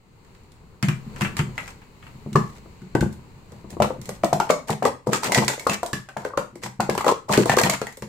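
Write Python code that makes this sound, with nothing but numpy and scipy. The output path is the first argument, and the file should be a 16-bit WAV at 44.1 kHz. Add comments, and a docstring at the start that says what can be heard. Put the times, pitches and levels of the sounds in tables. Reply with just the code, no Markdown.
"""Fast airy pops, plastic clacks and soft thuds: cups stacked and unstacked on a mat on a light table.
A timer is set down first; a quiet hum and hiss of a small furnished room lie underneath.
Pops are short ringing air modes, clacks are noise bursts with wall modes, thuds are table and leg modes,
slides are gated grainy noise. A decaying noise tail adds the room; two close microphones pick it up."""
import sys
import numpy as np
from scipy import signal
from scipy.fft import rfft, irfft, next_fast_len
from scipy.io import wavfile
from scipy.ndimage import map_coordinates

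SR = 44100
rng = np.random.default_rng(int(sys.argv[2]) if len(sys.argv) > 2 else 0)


def pcm_store(signal):
    """Save signal as 16-bit PCM."""
    levels = np.round(np.clip(np.atleast_2d(signal), -1, 1) * 32767)
    wavfile.write(sys.argv[1], SR, levels.astype(np.int16).T)


N = 356328

# Low hollow pops of the timer, the hands and then the cups. Each row: start in seconds, level in dB, pitch in Hz.
POP_EVENTS = [(0.832, -31, 330), (1.208, -28, 980), (1.395, -27, 338), (1.585, -35, 930),
              (2.262, -27.5, 425), (2.357, -5, 385), (2.659, -31.5, 401), (2.952, -7, 334),
              (3.026, -14.5, 342), (3.522, -31, 490), (3.644, -31.5, 310), (3.768, -24.5, 331),
              (3.802, -5, 677), (3.82, -4, 550), (3.844, -10.5, 555), (3.905, -14.5, 533),
              (4.092, -18, 503), (4.237, -5, 662), (4.328, -6, 720), (4.401, -7, 876), (4.471, -25.5, 890),
              (4.501, -0.5, 588), (4.695, -14, 824), (4.702, -18, 430), (4.824, -6.5, 707),
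              (4.854, -7, 478), (5.07, -11.5, 460), (5.099, -24, 660), (5.129, -13, 403),
              (5.232, -17.5, 1020), (5.32, -11.5, 562), (5.357, -12, 724), (5.381, -8.5, 400),
              (5.421, -13, 450), (5.481, -18.5, 990), (5.579, -27, 524), (5.667, -7.5, 503),
              (5.695, -15, 640), (5.831, -12, 690), (5.902, -31.5, 425), (5.931, -23.5, 423),
              (6.087, -33.5, 760), (6.166, -15, 695), (6.233, -31, 950), (6.252, -18, 510),
              (6.305, -30, 1000), (6.337, -29, 520), (6.376, -8.5, 524), (6.558, -31, 348),
              (6.634, -27.5, 480), (6.661, -24, 900), (6.799, -6, 769), (6.892, -6.5, 434),
              (6.952, -20, 899), (6.978, -12.5, 430), (7.009, -21.5, 870), (7.044, -13, 860),
              (7.066, -2.5, 500), (7.295, -13.5, 440), (7.378, -4, 380), (7.458, -7, 454), (7.496, -8, 740),
              (7.572, -5, 477), (7.588, -11.5, 845), (7.613, -6.5, 657), (7.695, -12.5, 690),
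              (7.817, -16, 470), (7.869, -29, 860), (7.975, -32, 513), (8.024, -22.5, 458)]
# Extra knocks of a cup base or timer, faint to strong. Each row: start in seconds, level in dB.
BASE_KNOCKS = [(0.833, -40), (1.209, -43), (2.356, -14), (3.844, -26), (4.501, -17), (4.854, -17),
               (5.129, -32), (5.667, -16), (5.931, -30.5), (6.336, -32.5), (6.376, -20), (6.978, -29),
               (7.008, -20), (7.066, -21.5), (7.09, -11.5), (7.295, -29), (7.572, -17.5), (7.695, -23.5)]
# Hard plastic clacks. Each row: start in seconds, level in dB, wall pitch in Hz, wall ring in dB over the clack.
CLACK_EVENTS = [(0.248, -53, 1500, -3), (0.3492, -50, 2960, -3), (0.435, -56, 2900, -22),
                (0.519, -44.5, 2590, -22), (0.8271, -18.5, 1800, -1), (0.885, -21, 1840, 1),
                (1.1614, -38, 2440, 2.5), (1.2098, -23, 1540, 3.5), (1.218, -21, 1540, -5),
                (1.248, -31.5, 1590, 10.5), (1.368, -20.5, 2920, -7), (1.391, -24, 1370, 3.5),
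                (1.5795, -28, 2110, 5), (1.6782, -31, 1680, -2.5), (1.8184, -54, 1360, 10.5),
                (2.0263, -54, 1490, 13.5), (2.0664, -54.5, 1470, 14.5), (2.3302, -32, 2800, -8),
                (2.3573, -19, 1710, -0.5), (2.818, -50, 1500, 1), (2.9512, -24.5, 1535, 1.5),
                (3.0083, -22, 1420, -2), (3.127, -41, 1930, -28), (3.5204, -43.5, 1960, -12),
                (3.7043, -34, 1770, -22), (3.8018, -31.5, 1300, 3), (3.8217, -14.5, 1310, 0.5),
                (4.0153, -33.5, 1390, -21), (4.0565, -34, 1990, -30), (4.0913, -24, 1450, -12.5),
                (4.2352, -28, 2380, 2.5), (4.2444, -19, 2170, -21), (4.3306, -17, 1480, -7),
                (4.4004, -17.5, 1420, -0.5), (4.5008, -34, 1340, -13), (4.5059, -13.5, 2140, -6),
                (4.6834, -30, 2080, -26), (4.7041, -18, 1870, -9.5), (4.8267, -28.5, 1680, 2),
                (4.8519, -16.5, 1960, -8), (5.071, -32, 1360, -19), (5.132, -10.5, 1280, -1),
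                (5.2342, -17.5, 1330, -10), (5.2435, -18, 1960, -20), (5.3203, -10.5, 2120, -10),
                (5.347, -7.5, 1956, -5), (5.3773, -12.5, 1950, -2), (5.447, -24, 2120, -17),
                (5.4805, -7, 2070, -10.5), (5.5333, -24, 1460, -1.5), (5.5956, -24, 2200, -13),
                (5.652, -38, 1570, -15), (5.67, -19, 1400, -10), (5.6962, -13, 2620, -9),
                (5.736, -23, 2270, 2), (5.8311, -24.5, 1380, -8.5), (5.862, -24.5, 2470, -25),
                (5.9313, -18.5, 1810, -1.5), (6.0887, -38.5, 1530, 5.5), (6.17, -31.5, 1640, -1),
                (6.2499, -31, 1500, 0), (6.374, -20.5, 1400, -2), (6.556, -39.5, 2100, -12),
                (6.6352, -22, 1930, -7), (6.6615, -33, 1620, -1), (6.804, -18, 1430, -2),
                (6.8974, -18.5, 1640, -1), (6.9503, -26.5, 1590, -14), (6.9778, -18, 1370, -0.5),
                (7.01, -27, 2100, -1), (7.0457, -25.5, 1900, -7), (7.0642, -23, 1670, -6),
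                (7.081, -14.5, 1300, -2.5), (7.34, -17, 1560, -3), (7.3751, -12, 1520, -4.5),
                (7.457, -21.5, 1890, -23), (7.4955, -12.5, 1795, 2), (7.518, -20.5, 1920, 2.5),
                (7.5681, -14, 1350, -13), (7.5858, -13.5, 1600, -1), (7.6142, -14.5, 2200, -28),
                (7.6344, -8.5, 1840, -4.5), (7.6438, -25, 1920, -26), (7.6974, -7.5, 2190, -12),
                (7.7362, -22, 1454, 3), (7.8158, -23, 1360, -3), (7.869, -29, 1980, -5),
                (7.905, -56, 1900, -19), (7.925, -38, 1860, -21), (7.9712, -35, 1340, -34),
                (8.0224, -30, 1880, -2)]
# Blows into the table top. Each row: start in seconds, level in dB.
THUD_EVENTS = [(0.83, -10.5), (0.883, -11), (1.065, -29.5), (1.215, -15), (1.323, -26), (1.394, -10.5),
               (1.473, -25), (2.15, -32), (2.26, -27.5), (2.321, -25), (2.353, -6.5), (2.819, -27),
               (2.951, -19), (3.014, -5.5), (3.517, -35), (3.644, -31.5), (3.725, -30), (3.8, -16.5),
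               (3.983, -29), (4.084, -26), (4.233, -18.5), (4.331, -20), (4.496, -29.5), (4.701, -17),
               (4.83, -27), (5.078, -18), (5.276, -26), (5.374, -12), (5.695, -22.5), (5.931, -20.5),
               (6.169, -28.5), (6.373, -28), (6.527, -39), (6.641, -28.5), (6.793, -22), (6.899, -20),
               (7.3, -20), (7.375, -7.5), (7.497, -17.5), (7.635, -11), (7.815, -30), (8.023, -27.5)]
# Hands and cup walls sliding. Each row: start in seconds, length in seconds, hiss in dB, hollow rush in dB.
SLIDE_EVENTS = [(1.166, 0.076, -48.5, -62), (1.221, 0.059, -48.5, -59), (1.366, 0.048, -38, -65),
                (1.523, 0.19, -53, -51), (2.02, 0.07, -63, -65), (2.349, 0.24, -58, -59),
                (3.106, 0.033, -56, -57), (3.463, 0.15, -66, -56), (3.679, 0.068, -54.5, -47.5),
                (4.02, 0.073, -55, -56), (4.118, 0.051, -56, -70), (4.489, 0.012, -29.5, -39),
                (4.668, 0.063, -41.5, -32), (4.833, 0.053, -38, -20.5), (5.061, 0.041, -48, -29.5),
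                (5.106, 0.072, -34, -56), (5.219, 0.068, -34, -32), (5.288, 0.048, -43, -28),
                (5.358, 0.027, -31, -29.5), (5.41, 0.03, -36, -25), (5.478, 0.065, -39.5, -31),
                (5.58, 0.079, -55, -45.5), (5.701, 0.05, -33, -47), (5.84, 0.053, -69, -53),
                (6.16, 0.13, -54.5, -48), (6.616, 0.055, -40.5, -45.5), (6.89, 0.078, -48, -41),
                (6.985, 0.032, -42, -50), (7.048, 0.076, -36, -19.5), (7.281, 0.032, -41, -23.5),
                (7.305, 0.055, -26, -25.5), (7.374, 0.06, -35, -45), (7.455, 0.046, -37, -38),
                (7.497, 0.044, -33, -28), (7.571, 0.028, -23.5, -29), (7.637, 0.04, -31.5, -24),
                (7.715, 0.033, -34.5, -31), (7.855, 0.077, -58, -61)]
# Where the hands work. Each row: time in seconds, left-right of pops in dB, left-right of clacks in dB.
HAND_PLACES = [(.7, -2, -2.5), (2, 1, 0), (5, 1.5, -3.5), (8.08, 0, -2.5)]
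# While the hands get ready: from, to in seconds.
HANDS_SPAN_S = (2.4, 4.0)
# Level of the whole background over time, with handling noise near 1.2 s.
# Each row: time in seconds, level of the murmur in dB.
BACKGROUND_LEVELS = [(0, -56), (.3, -49.5), (.8, -51.5), (1.2, -39), (1.9, -48.5), (2.1, -45.5), (3.4, -48),
                     (4.4, -47), (4.8, -55.5), (8.08, -55)]

# Low modes of the table top. Each row: frequency in Hz, relative level in dB, t60 in seconds.
TABLE_MODES = [(121.5, -3, 0.051), (131.1, -10.5, 0.45), (148.3, 2.5, 0.097)]
# Upper modes of the table top. Each row: frequency in Hz, relative level in dB, t60 in seconds.
EDGE_MODES = [(188.7, -1, 0.19), (208.4, 2.5, 0.16), (237.3, -15.5, 0.23), (348.5, -7.5, 0.14)]
# Modes of the table legs. Each row: frequency in Hz, relative level in dB, t60 in seconds.
LEG_MODES = [(45.5, -16, 0.094), (64.4, 8.5, 0.13), (87, 13, 0.1)]
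# Struck wall. Each row: multiple of its pitch, relative level in dB, t60 in seconds.
WALL_MODES = [(.8, 7, 0.0074), (1, 7.5, 0.031), (1.25, -1.5, 0.014)]
# Enclosed air. Each row: multiple of the pitch, relative level in dB, t60 in seconds.
CAVITY_MODES = [(.75, -17, 0.0063), (1.001, 4, 0.019), (1.4, -5, .014)]
# Cup base. Each row: frequency in Hz, relative level in dB, t60 in seconds.
BASE_MODES = [(936, 0, 0.03), (1101, 9, 0.024), (1175, 8, 0.019), (1330, -17, 0.0035)]

# Body of rim contact. Each row: frequency in Hz, relative level in dB per Hz.
RIM_SPECTRUM = [(1180, -20.5), (2000, -1.5), (2760, -13), (3360, -7), (3770, -8), (4080, -4.5),
                (5600, -8.5), (7390, -6.5), (10000, -22), (13000, -21), (22000, -120)]
# Treble of rim contact. Each row: frequency in Hz, relative level in dB per Hz.
SHEEN_SPECTRUM = [(4710, -13), (8000, 4), (10400, -5), (15100, -5.5), (16000, -26)]
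# Rush of air inside cups. Each row: frequency in Hz, relative level in dB per Hz.
HOLLOW_SPECTRUM = [(150, -18), (250, -6.5), (662, -1.5), (744, -4.5), (1000, 0.5), (1300, -41),
                   (2200, -120)]
# Loose plastic buzzing. Each row: frequency in Hz, relative level in dB per Hz.
RATTLE_SPECTRUM = [(700, -7), (1100, -0.5), (1900, -1), (2800, -2), (3500, -12.5), (5000, -41)]
# Rasp of sliding walls. Each row: frequency in Hz, relative level in dB per Hz.
RASP_SPECTRUM = [(470, -46), (800, 7.5), (992, 8.5), (1600, -17), (1760, -8), (2800, -43), (3640, -64),
                 (6160, -120)]
# Low room rumble. Each row: frequency in Hz, relative level in dB per Hz.
RUMBLE_SPECTRUM = [(15, -30), (25, -17), (38, -10), (53, 0), (70, -9), (100, -12), (140, -40)]
# Murmur of the house. Each row: frequency in Hz, relative level in dB per Hz.
MURMUR_SPECTRUM = [(70, 2), (100, 3.5), (131, 4.5), (200, 1), (300, -7), (450, -5.5), (650, -17), (950, -9),
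                   (1500, -19.5), (2400, -33), (3200, -70)]
# Background hiss, rising and falling with the murmur. Each row: frequency in Hz, relative level in dB per Hz.
HISS_SPECTRUM = [(1200, -13), (2100, 2), (2900, -1), (3400, -8), (4300, 0), (5600, -14.5), (7200, -4.5),
                 (8300, -9), (9300, -44), (13000, -41), (16000, -29)]
# Likeness of the two microphones. Each row: frequency in Hz, left-right correlation from 0 to 1.
MIC_LIKENESS = [(40, 0.75), (100, 1), (250, 0.65), (500, 0.74), (1000, 0.054), (2500, 0.03), (10000, 0.012)]
# Colour difference of the ports. Each row: frequency in Hz, tilt in dB before the port share.
PORT_TILT = [(60, 2.5), (150, 0.5), (380, 5.5), (950, 4.5), (2380, 6.5), (5980, -4.5), (15000, 3.5)]
# Decay of the room. Each row: frequency in Hz, t60 in seconds.
ROOM_DECAY = [(150, 0.39), (420, 0.22), (1100, 0.29), (2900, 0.28), (7700, 0.28), (14000, 0.24)]

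TIMER_UNTIL_S, CUP_THUDS_FROM_S = 2.1, 3.7
LONE_HZ, LONE_SPREAD_SHARE = 728, .06  # a single cup set flat on the mat pops near this pitch
KNOCK_DB, LONE_KNOCK_DB = -20, -35  # base knock under a pop: plastic on plastic, plastic on mat
LEGS_DB, HANDS_LEGS_DB = -40, -12.5  # usual; under hands dropped on the near edge
EDGE_DB, CUPS_EDGE_DB = -4.5, -1.5  # upper table modes in a -20.5 dB thud, before and after the cups land
EDGE_FADE_DB_PER_DB = 0.1  # lost with force
BRIGHT_DB, TIMER_BRIGHT_DB = -20, -19.5  # treble term of a -24.5 dB clack with 0 dB wall ring; of the timer
DULLING_DB_PER_DB, FLAT_DULLING_DB_PER_DB = 0.14, 0.22  # treble lost with force, and with wall ring (flat blow)
UNSTEADY_DB = 5.5  # depth of random unevenness in the wall rings
RASP_DB, RASP_GROWTH_DB_PER_DB = -2, 0.24  # over the hiss of a -40 dB slide; gained with hiss level
CATCH_DB = 3.5  # depth of catch and slip
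TICKS_PER_S, TICK_DB, TICK_SPREAD_DB = 220, 3, 4  # rim knocks in a slide, level over the rasp stroke
RUMBLE_DB, HISS_DB = -10.5, -13  # relative to the murmur
CEILING, TOP_HZ = .92, 15850  # full scale = 1; band limit


def amp(db):
    """Decibels to amplitude."""
    return 10 ** (np.asarray(db) / 20)


def unit(x):
    """Scale to rms 1."""
    return x / np.sqrt(np.mean(x ** 2) + 1e-20)


def along(points, hz):
    """Interpolate (Hz, value) points on a log frequency axis."""
    point_hz, value = np.transpose(points)
    return np.interp(np.log(hz + 1), np.log(point_hz + 1), value)


def curves(rows):
    """One value per sample for each column after the time."""
    when_s, *columns = np.transpose(rows)
    return [np.interp(np.arange(N) / SR, when_s, column) for column in columns]


def wobble(knots_per_s):
    """A smooth random curve through normal random knots."""
    knots = rng.standard_normal(int(N * knots_per_s / SR) + 4)
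    return map_coordinates(knots, [np.arange(N) * knots_per_s / SR])


def filtered(x, response):
    """Multiply the spectrum of x by a response of frequency."""
    size = next_fast_len(x.shape[-1] + 8192)
    spectrum = rfft(x, size) * response(np.fft.rfftfreq(size, 1 / SR))
    return irfft(spectrum, size)[..., :x.shape[-1]]


def paired(two, spectrum):
    """Mix two unrelated signals to the likeness of the two microphones, and colour them."""
    def response(hz):
        turn = np.arccos(np.clip(along(MIC_LIKENESS, hz), 0, 1)) / 2
        return amp(along(spectrum, hz)) * [np.cos(turn), np.sin(turn)]

    mid, side = filtered(two, response)
    return np.array([mid + side, mid - side])


def noise(spectrum):
    """Stereo coloured noise of rms 1."""
    return unit(paired(rng.standard_normal((2, N)), spectrum))


def ring(modes, t, attack_s):
    """Decaying sine modes struck together, each at a random strength and slightly detuned."""
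    draws = rng.standard_normal((len(modes), 2)) * [2.5, .02]  # dB, share of pitch
    total = 0
    for (hz, db, t60_s), (extra_db, detune) in zip(modes, draws):
        envelope = amp(db + extra_db - 60 * t / t60_s)
        total = total + envelope * np.sin(2 * np.pi * hz * (1 + detune) * t)
    return total * (1 - np.exp(-t / attack_s))


def scaled(modes, pitch_hz):
    """Turn multiples of a pitch into Hz."""
    return [(pitch_hz * multiple, db, t60_s) for multiple, db, t60_s in modes]


def add(out, s, sound, pan_db):
    """Lay a sound into the stereo track, louder on the left for positive pan."""
    at = round(s * SR)
    out[:, at:at + sound.shape[-1]] += sound * amp([[pan_db / 2], [-pan_db / 2]])


def place(s):
    """Left-right dB of pops and clacks at a moment."""
    when_s, *sides_db = np.transpose(HAND_PLACES)
    return [np.interp(s, when_s, side_db) for side_db in sides_db]


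def tone():
    """Background: coloured noises for low rumble, soft murmur and hiss, sharing one level, each wavering."""
    murmur_db, = curves(BACKGROUND_LEVELS)
    rumble = amp(murmur_db + RUMBLE_DB + 0.81 * wobble(3.66)) * noise(RUMBLE_SPECTRUM)
    murmur = amp(murmur_db + 1.1 * wobble(4.17)) * noise(MURMUR_SPECTRUM)
    hiss = amp(murmur_db + HISS_DB + 0.46 * wobble(2.36)) * noise(HISS_SPECTRUM)
    return rumble + murmur + hiss


def room(x, size=8192):
    """Each frequency dies at its own speed; each block of time gets a freshly drawn noise tail."""
    out = np.zeros((2, N + SR))
    for at in range(0, N, size):
        hz, t, bins = signal.stft(rng.standard_normal((2, SR // 2)), SR, nperseg=256)
        decay = amp(-60 * t / along(ROOM_DECAY, hz)[:, None])
        tail = signal.istft(bins * decay, SR, nperseg=256)[1]
        tail = paired(tail, [(100, 1.5), (1000, -1.0), (10000, -1.2)])  # Hz, dB
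        wet = signal.fftconvolve(x[None, at:at + size], tail / np.linalg.norm(tail[0]), axes=1)
        add(out, at / SR + .004, wet[:, :SR // 2 + size], 0)
    return out[:, :N]


def thuds():
    """The mat softens the blow, so the table top and legs swell into their ring."""
    out, t = np.zeros((2, N + SR)), np.arange(SR // 2) / SR
    for s, db in THUD_EVENTS:
        legs_db = HANDS_LEGS_DB if HANDS_SPAN_S[0] < s < HANDS_SPAN_S[1] else LEGS_DB
        edge_db = EDGE_DB if s < CUP_THUDS_FROM_S else CUPS_EDGE_DB
        edge_db -= EDGE_FADE_DB_PER_DB * (db + 20.5)
        top = amp(-2.0) * ring(TABLE_MODES, t, 0.0057)
        edge = amp(edge_db) * ring(EDGE_MODES, t, 0.01)
        legs = amp(legs_db) * ring(LEG_MODES, t, 0.013)
        add(out, s, amp(db) * (top + edge + legs), .6)
    return out[:, :N]


def grit():
    """Uneven level of walls that catch and slip, rms 1."""
    return unit(amp(CATCH_DB * wobble(300) + wobble(40)))


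def rubbing():
    """Sliding plastic: grainy hiss, small ticks, a rasp of the walls and a hollow rush from inside the cups."""
    t = np.arange(N) / SR
    strokes = np.zeros((3, N))
    for s, length_s, hiss_db, hollow_db in SLIDE_EVENTS:
        rasp_db = hiss_db + RASP_DB + RASP_GROWTH_DB_PER_DB * (hiss_db + 40)
        at = slice(round(s * SR), round((s + length_s + .05) * SR))
        since_s = t[at] - s
        rise = np.clip(since_s / (0.0058 + 0.33 * length_s), 0, 1)
        release = np.exp(-np.clip(since_s - length_s, 0, 1) / 0.0061)
        strokes[:, at] += np.outer(amp([hiss_db, rasp_db, hollow_db]), rise * release)
    hiss_stroke, rasp_stroke, hollow_stroke = strokes

    hiss = hiss_stroke * grit() * (noise(RIM_SPECTRUM) + 0.45 * noise(SHEEN_SPECTRUM))
    struck = rng.random(N) < TICKS_PER_S / SR
    impulses = struck * amp(TICK_SPREAD_DB * rng.standard_normal(N)) * rasp_stroke
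    decay = amp(-60 * t[:SR // 20] / 0.019)
    ticks = amp(TICK_DB) * signal.fftconvolve(impulses, decay)[:N] * noise(RATTLE_SPECTRUM)
    rasp = rasp_stroke * grit() * noise(RASP_SPECTRUM)
    hollow = hollow_stroke * grit() * noise(HOLLOW_SPECTRUM)
    return hiss + ticks + rasp + hollow


def clacks():
    """Hard contact: a sharp click, a short noisy chatter, and the ring of the wall or buzz of the timer case."""
    t = np.arange(SR // 8) / SR
    body, top, buzz, walls = np.zeros((4, 2, N + SR))
    impulses = np.zeros((2, N))
    burst = amp(-60 * t / 0.023) + 0.16 * amp(-60 * t / 0.056)  # first contact, then the rims chatter
    for s, db, hz, wall_db in CLACK_EVENTS:
        if s < TIMER_UNTIL_S:  # the timer case mostly buzzes
            bright_db, ring_db, buzz_db = TIMER_BRIGHT_DB, -17, -3
        else:  # a cup wall rings
            bright_db = BRIGHT_DB - DULLING_DB_PER_DB * (db + 24.5) - FLAT_DULLING_DB_PER_DB * wall_db
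            ring_db, buzz_db = -5, -9
        pan_db = place(s)[1]
        wall = ring(scaled(WALL_MODES, hz), t, 0.00022)
        add(body, s, amp(db - 7.0) * burst, pan_db)
        add(top, s, amp(db + bright_db + 6.5) * burst, pan_db)
        add(walls, s, amp(db + wall_db + ring_db) * wall, pan_db)
        add(buzz, s, amp(db + wall_db + buzz_db - 60 * t / 0.091), pan_db)
        impulses[:, round(s * SR) + 4] += amp([db + 19.5, db + bright_db + 25.5])  # rim, sheen
    click = filtered(impulses, lambda hz: amp([along(RIM_SPECTRUM, hz), along(SHEEN_SPECTRUM, hz)])).sum(axis=0)
    chatter = body[:, :N] * noise(RIM_SPECTRUM) + top[:, :N] * noise(SHEEN_SPECTRUM)
    rattle = buzz[:, :N] * noise(RATTLE_SPECTRUM)
    wall_ring = walls[:, :N] * unit(amp(UNSTEADY_DB * wobble(220)))
    return chatter + rattle + wall_ring, click


def pops():
    """Enclosed air rings a few cycles, higher the deeper a cup is nested; the base knocks and air puffs out."""
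    out, puff = np.zeros((2, 2, N + SR))
    t = np.arange(SR // 8) / SR
    for s, db, hz in POP_EVENTS:
        pan_db = place(s)[0]
        lone = abs(hz / LONE_HZ - 1) < LONE_SPREAD_SHARE
        air = ring(scaled(CAVITY_MODES, hz), t, 0.00095)
        base = amp(LONE_KNOCK_DB if lone else KNOCK_DB) * ring(BASE_MODES, t, 0.0024)
        add(out, s, amp(db) * (air + base), pan_db)
        add(puff, s, amp(db - 10.0 - 60 * t / 0.053) * (1 - np.exp(-t / 0.0012)), pan_db)
    for s, db in BASE_KNOCKS:
        add(out, s, amp(db) * ring(BASE_MODES, t, 0.002), place(s)[0])
    return out[:, :N] + puff[:, :N] * noise(HOLLOW_SPECTRUM)


def scene():
    """Direct sounds plus their room tail, over the background; clicks reach the mix only through the room."""
    table, rub, (rims, click), air = thuds(), rubbing(), clacks(), pops()
    direct = air + rims + table + rub
    send = amp(-3.5) * air + amp(-2.5) * rims + click + amp(-10.0) * table + amp(-13) * rub
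    hits = direct + room(send.mean(axis=0))
    # the hits carry almost nothing below about 40 Hz
    radiated = filtered(hits, lambda hz: 1 / (1 + (42 / (hz + 1)) ** 6))
    return radiated + tone()


def record(dry):
    """The two ports differ in colour, loud peaks are rounded off, nothing is kept above the band limit."""
    port_shares = [.3, -.3]  # left, right
    ports = filtered(dry, lambda hz: amp(np.outer(port_shares, along(PORT_TILT, hz))))
    rounded = ports / (1 + np.abs(ports / CEILING) ** 4) ** (1 / 4)
    return filtered(rounded, lambda hz: hz < TOP_HZ)


dry = scene()
out = record(dry)
pcm_store(out)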